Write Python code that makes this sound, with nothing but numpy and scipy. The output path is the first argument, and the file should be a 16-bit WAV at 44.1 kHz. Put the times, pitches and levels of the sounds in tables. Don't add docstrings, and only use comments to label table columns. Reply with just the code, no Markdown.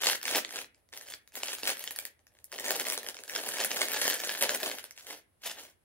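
import sys
import numpy as np
from scipy import signal
from scipy.fft import rfft, irfft, next_fast_len
from scipy.io import wavfile
from scipy.ndimage import uniform_filter1d

SR = 44100
rng = np.random.default_rng(int(sys.argv[2]) if len(sys.argv) > 2 else 0)


def voltage_ratio(decibels):
    exponent = np.asarray(decibels, float) / 20
    return 10 ** exponent


def to_wav(sig):
    pcm = np.clip(np.atleast_2d(sig), -1, 1) * 32767
    pcm = np.round(pcm).astype(np.int16)
    wavfile.write(sys.argv[1], SR, pcm.T)


N = 257523

PAD_SAMPLES = 64
DROP_S = 4.85


def evened(x):
    return x / np.sqrt(np.mean(x ** 2) + 1e-20)


def read(points, hz):
    f, value = np.transpose(points)
    return np.interp(np.log(hz + 1), np.log(f + 1), value)


def pair(a, b, hz, apart_m):
    same = np.sinc(2 * hz * apart_m / 343)
    return np.array([a, same * a + np.sqrt(np.maximum(1 - same ** 2, 0)) * b])


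def air(level_db=-73):
    # frequency in Hz, level in dB per Hz.
    air_colour = [(25, -37), (50, -8.5), (90, -5), (160, -17), (600, -17.5), (1300, -26), (1900, -27),
                  (3000, -30), (7000, -38), (11000, -24), (13000, -40.5), (16000, -36.5), (16500, -65.5)]
    size = next_fast_len(N)
    hz = np.fft.rfftfreq(size, 1 / SR)
    colour = voltage_ratio(read(air_colour, hz))
    field = pair(*rfft(rng.standard_normal((2, size))), hz, 0.31) * colour
    hiss = rfft(rng.standard_normal((2, size))) * colour
    return voltage_ratio(level_db) * evened(irfft(.8 * field + .6 * hiss, size)[:, :N])


def path(lead_samples, start_s=0.0065, rise_s=0.0019, apart_m=0.2, far_db=-20, wet_db=-4.5, size=2 ** 14):
    # frequency in Hz, t60 in s.
    decay = [(250, 0.44), (700, 0.11), (1800, 0.32), (4600, 0.13), (12000, 0.064)]
    # delay in s, level in dB.
    echoes = [
        (.0009, -14.5),
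        (.0021, -11.5),
        (.0081, -13.5),
        (.0096, -17),
    ]
    hz, t = np.fft.rfftfreq(size, 1 / SR), np.arange(size) / SR

    def late(s):
        return np.exp(-2j * np.pi * hz * np.reshape(s, (-1, 1)))

    f, frame_s, z = signal.stft(rng.standard_normal((2, size)), SR, nperseg=128)
    fall_db = -60 * frame_s / read(decay, f)[:, None]
    fading = voltage_ratio(fall_db) + voltage_ratio(far_db + 0.5 * fall_db)
    tail = signal.istft(z * fading, SR, nperseg=128)[1][:, :size]
    tail = rfft(tail * np.clip((t - start_s) / rise_s, 0, 1))
    tail = pair(*tail, hz, apart_m) / np.sqrt(uniform_filter1d(abs(tail) ** 2, 300).mean(0))

    early = 0
    for s, db in echoes:
        early = early + voltage_ratio(db) * late(s * rng.uniform(0.66, 1.3) + rng.uniform(0, 0.00034, 2))
    half_s = lead_samples / SR / 2
    direct = late([-half_s, half_s])
    whole = late(PAD_SAMPLES / SR) * (direct + early + voltage_ratio(wet_db) * tail)
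    return irfft(whole)[:, :size * 3 // 4]


def room(x, leads_samples=(.6, 2.2, 3.2, 4.2, 6.0), hop_s=.02):
    hops = np.arange(N) / SR / hop_s
    weights = rng.random((len(leads_samples), round(N / SR / hop_s) + 2)) ** 8
    weights = np.array([np.interp(hops, np.arange(len(w)), w) for w in weights])
    weights /= np.linalg.norm(weights, axis=0)
    out = np.zeros((2, N))
    for lead, w in zip(leads_samples, weights):
        heard = signal.oaconvolve((x * w)[None], path(lead), axes=1)
        out += heard[:, PAD_SAMPLES:PAD_SAMPLES + N]
    return out


def mouth(x, ring_hz=1720, width_hz=150, level_db=-1.5):
    b, a = signal.iirpeak(ring_hz, ring_hz / width_hz, SR)
    share = np.interp(np.arange(N) / SR, [2.5, 3.6, DROP_S - .1, DROP_S], [0.0, 0.44, 0.79, 0])
    return x + voltage_ratio(level_db) * share * signal.lfilter(b, a, x)


def causal(db):
    log_gain = np.log(voltage_ratio(np.maximum(db, -100)))
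    log_gain = np.concatenate([log_gain, log_gain[-2:0:-1]])
    taps = np.fft.ifft(np.exp(np.conj(signal.hilbert(log_gain)))).real[:2048]
    return taps / np.linalg.norm(taps)


def voices(panel_hz=1010, fizz_hz=5450):
    # frequency in Hz, level in dB per Hz.
    foil_colour = [(60, -34.5), (170, -22.5), (223, -9.5), (330, -8), (600, 0), (1110, -15), (1700, -7.5),
                   (2100, -8), (4600, -8), (10500, 8), (12000, 5), (15700, 1), (15950, -39.5), (16700, -72)]
    hz = np.fft.rfftfreq(8192, 1 / SR) + 1

    def below(edge_hz):
        return -10 * np.log10(1 + (hz / edge_hz) ** 8)

    def above(edge_hz):
        return -10 * np.log10(1 + (edge_hz / hz) ** 12)

    foil_db = read(foil_colour, hz)
    ring = causal(foil_db + above(panel_hz) + below(fizz_hz))
    thump = causal(foil_db + below(panel_hz))
    fizz = causal(foil_db + above(fizz_hz))
    return [ring, thump, fizz]


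def buckle(noise, last_s, hz, ring):
    t = np.arange(len(noise)) / SR
    rattle = noise * np.exp(-t / last_s)
    rattle[0] += 1.9 * np.sign(noise[0])
    tone = np.sin(2 * np.pi * hz * t) * np.exp(-t / (2.37 * last_s))
    shape = rattle / np.linalg.norm(rattle) + ring * tone / np.linalg.norm(tone)
    return shape / np.linalg.norm(shape)


def grip(edge_db=9.5, edge_shape=1.77):
    # peak in s, build-up in s, let-go in s, level in dB,
    # panel thump in dB against the level.
    closed = [(0.089, 0.067, 0.055, -31, -8.5), (0.271, 0.03, .05, -40.5, -7.5),
              (0.358, 0.049, 0.037, -32, -1.5), (0.479, 0.083, 0.043, -65, -7),
              (0.588, 0.088, 0.038, -46, -3), (.77, 0.025, 0.042, -81, 7), (0.933, 0.0087, 0.16, -56.5, -1),
              (1.139, 0.095, 0.022, -55.5, -5), (1.371, 0.027, 0.046, -48, -2),
              (1.5, 0.052, 0.075, -42, -8.5), (1.701, 0.061, 0.029, -35.5, -4.5),
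              (1.86, 0.14, 0.097, -52.5, -6), (1.998, 0.028, 0.073, -55.5, -1.5),
              (2.2, 0.013, 0.017, -85, 16), (2.38, 0.084, 0.079, -79, 5)]
    # peak in s, build-up in s, let-go in s, level in dB,
    # panel thump in dB against the level.
    opened = [(2.525, 0.0048, 0.1, -53, 2.5), (2.711, 0.079, 0.083, -41, 2.5),
              (2.89, 0.19, 0.095, -42, -1.5), (3.089, 0.061, 0.028, -51, 4), (3.17, 0.053, 0.1, -62.5, 6),
              (3.372, 0.069, 0.059, -42, -0.5), (3.492, 0.059, 0.026, -42.5, 1.5),
              (3.631, 0.094, 0.036, -37, -3), (3.822, 0.16, 0.055, -38.5, -1.5),
              (3.96, 0.058, 0.054, -38.5, -1), (4.071, 0.14, 0.077, -34.5, -5.5),
              (4.24, 0.18, 0.37, -43.5, -4), (4.429, 0.018, 0.037, -35, -1), (4.52, 0.052, 0.054, -40.5, 3),
              (4.658, 0.056, 0.094, -40.5, 2.5), (4.83, 0.1, 0.069, -63.5, -46),
              (5.0, 0.037, 0.038, -56.5, -16), (5.11, 0.061, 0.059, -50, -2),
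              (5.435, 0.005, .05, -47.5, -19), (5.481, 0.035, 0.048, -41.5, -6),
              (5.601, 0.044, 0.072, -52, -5)]
    t = np.arange(0, N + 64, 64) / SR
    peak_s, build_s, go_s, level_db, thump_db = np.transpose(closed + opened)[:, :, None]
    away = np.where(t < peak_s, (peak_s - t) / build_s, (t - peak_s) / go_s)
    ring = voltage_ratio(level_db - np.minimum(edge_db * away ** edge_shape, 90)) ** 2
    power = [ring.sum(0), (ring * voltage_ratio(thump_db) ** 2).sum(0)]
    return [np.interp(np.arange(N) / SR, t, 10 * np.log10(p)) for p in power]


def swarm(per_s=520, spread_db=3.0, colour_db=2.5, clump_db=2.0, last_s=0.00037, ring=0.43, count=9):
    clumps = evened(uniform_filter1d(uniform_filter1d(rng.standard_normal(N), 330), 330))
    draw = rng.random(N)
    size = np.minimum(rng.exponential(1, N), 3.1)
    train = (draw < per_s / SR) * voltage_ratio(spread_db * size)
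    kind = rng.integers(0, count, N)
    pitch_hz = np.geomspace(1500, 4500, count)
    noise = rng.standard_normal((count, 128))
    coloured = train * voltage_ratio(colour_db * rng.standard_normal((3, N)))
    out = np.zeros((3, N))
    for k in range(count):
        shapes = [buckle(noise[k], last_s, pitch_hz[k], share) for share in (ring, 0, 0)]
        out += signal.oaconvolve(coloured * (kind == k), shapes, axes=1)[:, :N]
    out /= np.sqrt(uniform_filter1d(out ** 2, 3000, axis=1) + 1e-9)

    ring_db, thump_db = grip()
    loose = np.arange(N) / SR > DROP_S
    effort_db = np.maximum(ring_db + 35.5, -30)
    fizz_db = ring_db - 2.5 * loose - 0.1266 * effort_db
    level = voltage_ratio([ring_db - 1.5, thump_db - 3, fizz_db])
    slide = voltage_ratio(-5.5 + 6.5 * loose + 0.05 * effort_db)
    mixed = (out + slide * rng.standard_normal(N)) / np.sqrt(1 + slide ** 2)
    return level * voltage_ratio(clump_db * clumps) * mixed


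def snaps(last_s=0.00072, ring=0.28, lift_db=(12, 11, 15), delay_s=.0009, thump_db=-16.5, scatter_db=3.5):
    # start in s, peak in dB, crease ring in Hz,
    # fizz in dB against the peak.
    tug = [(0.0214, -24, 1820, -10), (0.0682, -9, 4460, -9), (0.2134, -37, 1800, -7),
           (0.2289, -30, 4170, -1), (0.2533, -18.5, 1770, -23), (0.2793, -19.5, 3600, -13),
           (0.3481, -20.5, 1790, -20), (0.3865, -22, 1940, -17), (0.4474, -27, 1940, -31),
           (0.4913, -40, 1890, -16), (0.5072, -31.5, 1660, -16), (0.5581, -28.5, 1650, -8),
           (0.5876, -28, 2600, -13), (0.6434, -39, 4030, -15), (0.7452, -52.5, 2300, -28),
           (0.8884, -59, 1970, 2.5), (0.9358, -39.5, 3660, -23), (0.9742, -36.5, 1990, 1),
           (1.0106, -36, 1770, -15), (1.0685, -40, 1660, -5), (1.0854, -44, 3080, -1),
           (1.1009, -41, 2800, 7), (1.1368, -29.5, 3400, -17), (1.275, -49, 3930, 5.5)]
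    pick = [(1.3204, -50, 2490, -6), (1.3534, -31, 1980, 6), (1.4322, -21, 2980, -4.5),
            (1.482, -21, 3350, -22), (1.5308, -28.5, 1780, 4), (1.5835, -29.5, 1260, -18),
            (1.632, -23.5, 2720, -10), (1.6555, -39, 2340, -8), (1.677, -19.5, 4100, -4),
            (1.6926, -20.5, 1650, 1), (1.7692, -36, 1950, 3), (1.793, -35, 2830, 2.5),
            (1.8391, -27.5, 1860, -0.5), (1.875, -26.5, 3020, -10), (1.9074, -31, 1770, 6.5),
            (1.9608, -32, 1860, 4.5), (1.9873, -23.5, 2340, -1), (2.0519, -33, 1880, 6),
            (2.1914, -56.5, 1790, -20), (2.2677, -47.5, 1880, -5), (2.3504, -59, 1550, -16.5),
            (2.3686, -58, 1630, -19), (2.3875, -52, 1690, -15), (2.4421, -59, 1800, 24.5),
            (2.5172, -42, 1750, 10.5), (2.54, -34, 1830, -16)]
    tear = [(2.5803, -33.5, 4170, -7), (2.5973, -25, 1860, -4), (2.6423, -25, 1720, -19),
            (2.6613, -24, 1810, -17), (2.6819, -24.5, 1970, -1), (2.7056, -19, 1780, 4),
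            (2.797, -33.5, 2200, 15), (2.8512, -28.5, 1890, -10), (2.8846, -33, 2460, 10),
            (2.8992, -22.5, 1280, -0.5), (2.967, -38, 1700, -5), (2.976, -22, 3900, -4),
            (3.0303, -32.5, 1770, 0), (3.064, -32, 1830, -5.5), (3.0863, -28, 1650, 0),
            (3.1436, -33, 1420, -19), (3.167, -32.5, 2220, -20), (3.1883, -32, 2620, -18),
            (3.2357, -36.5, 1700, 0.5), (3.2783, -35.5, 1660, -10), (3.2954, -26.5, 1540, -8),
            (3.3496, -26.5, 3570, -11), (3.4735, -33, 2660, -5), (3.4882, -23, 1500, -2),
            (3.5361, -30, 1600, -14), (3.5842, -26, 1650, -11), (3.613, -30, 2170, -7),
            (3.6464, -20, 1730, 3.5)]
    empty = [(3.714, -21, 2920, -14), (3.8156, -13.5, 2200, -15), (3.8837, -29, 2450, 5.5),
             (3.917, -24, 2540, 1), (3.9333, -21.5, 1660, -1), (3.9647, -24, 1780, -13),
             (4.0144, -17, 1850, -18.5), (4.0993, -23.5, 1870, 5.5), (4.1447, -44, 1770, 10),
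             (4.2007, -27, 1820, -11.5), (4.2536, -34, 1680, -14), (4.2923, -22.5, 1680, -6),
             (4.3496, -29.5, 1570, -9), (4.4104, -23, 1540, -0.5), (4.4238, -22, 2000, 6.5),
             (4.492, -17, 1510, -26), (4.547, -24.5, 1880, 3), (4.6012, -31.5, 2410, 3),
             (4.6307, -26.5, 2460, 5.5), (4.6596, -23.5, 3220, -4), (4.713, -26.5, 2490, -21),
             (4.7843, -28, 1490, -7), (4.8402, -35, 3470, 5), (4.9084, -37.5, 2110, -5.5),
             (4.9762, -38, 2750, -19), (5.0677, -39, 3060, -4.5), (5.106, -33, 2060, -4),
             (5.4184, -50.5, 2500, 4), (5.4369, -48, 2770, -10), (5.4615, -37, 1980, 9)]
    further = [(0.0347, -19, 1930, -8), (0.3106, -22, 2720, -5), (0.9272, -38.5, 1800, -21),
               (1.121, -33.5, 3500, -9), (2.5251, -32, 1740, -15), (2.5863, -29.5, 1820, -11),
               (2.9216, -24.5, 2430, 6), (2.9382, -30, 2320, 0), (3.3606, -20, 1520, -29),
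               (4.0312, -25.5, 1720, -15), (4.0513, -20.5, 1910, -11), (4.793, -34.5, 2000, -15)]
    rows = tug + pick + tear + empty + further
    out = np.zeros((3, N + 400))
    draws = rng.standard_normal((len(rows), 301))
    for (s, peak_db, hz, fizz_db), draw in zip(rows, draws):
        size, noise = draw[0], draw[1:]
        at = round((s + delay_s) * SR)
        long_s = last_s * (1 + 1.5 * voltage_ratio(peak_db + 10))
        shapes = [buckle(noise, long_s, hz, ring),
                  buckle(noise, 3 * long_s, hz, 0),
                  buckle(noise, 0.39 * long_s, hz, 0)]
        parts_db = [0, thump_db + scatter_db * size, fizz_db]
        out[:, at:at + 300] += voltage_ratio(peak_db + np.add(parts_db, lift_db))[:, None] * shapes
    return out[:, :N]


def scene():
    drive = snaps() + swarm()
    foil = sum(signal.oaconvolve(row, voice)[:N] for row, voice in zip(drive, voices()))
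    return room(mouth(foil)) + air()


def top_cut(x):
    return signal.sosfilt(signal.butter(12, 16660, fs=SR, output="sos"), x)


def record(dry):
    # frequency in Hz, left minus right in dB.
    lean = [(60, -1), (180, -3.5), (550, -1), (1650, 1.5), (4970, -1), (15000, 1)]
    size = next_fast_len(N)
    lean_db = read(lean, np.fft.rfftfreq(size, 1 / SR)) * [[.5], [-.5]]
    mix = irfft(rfft(dry, size) * voltage_ratio(lean_db), size)[:, :N]
    return top_cut(mix)


dry = scene()
out = record(dry)
to_wav(out)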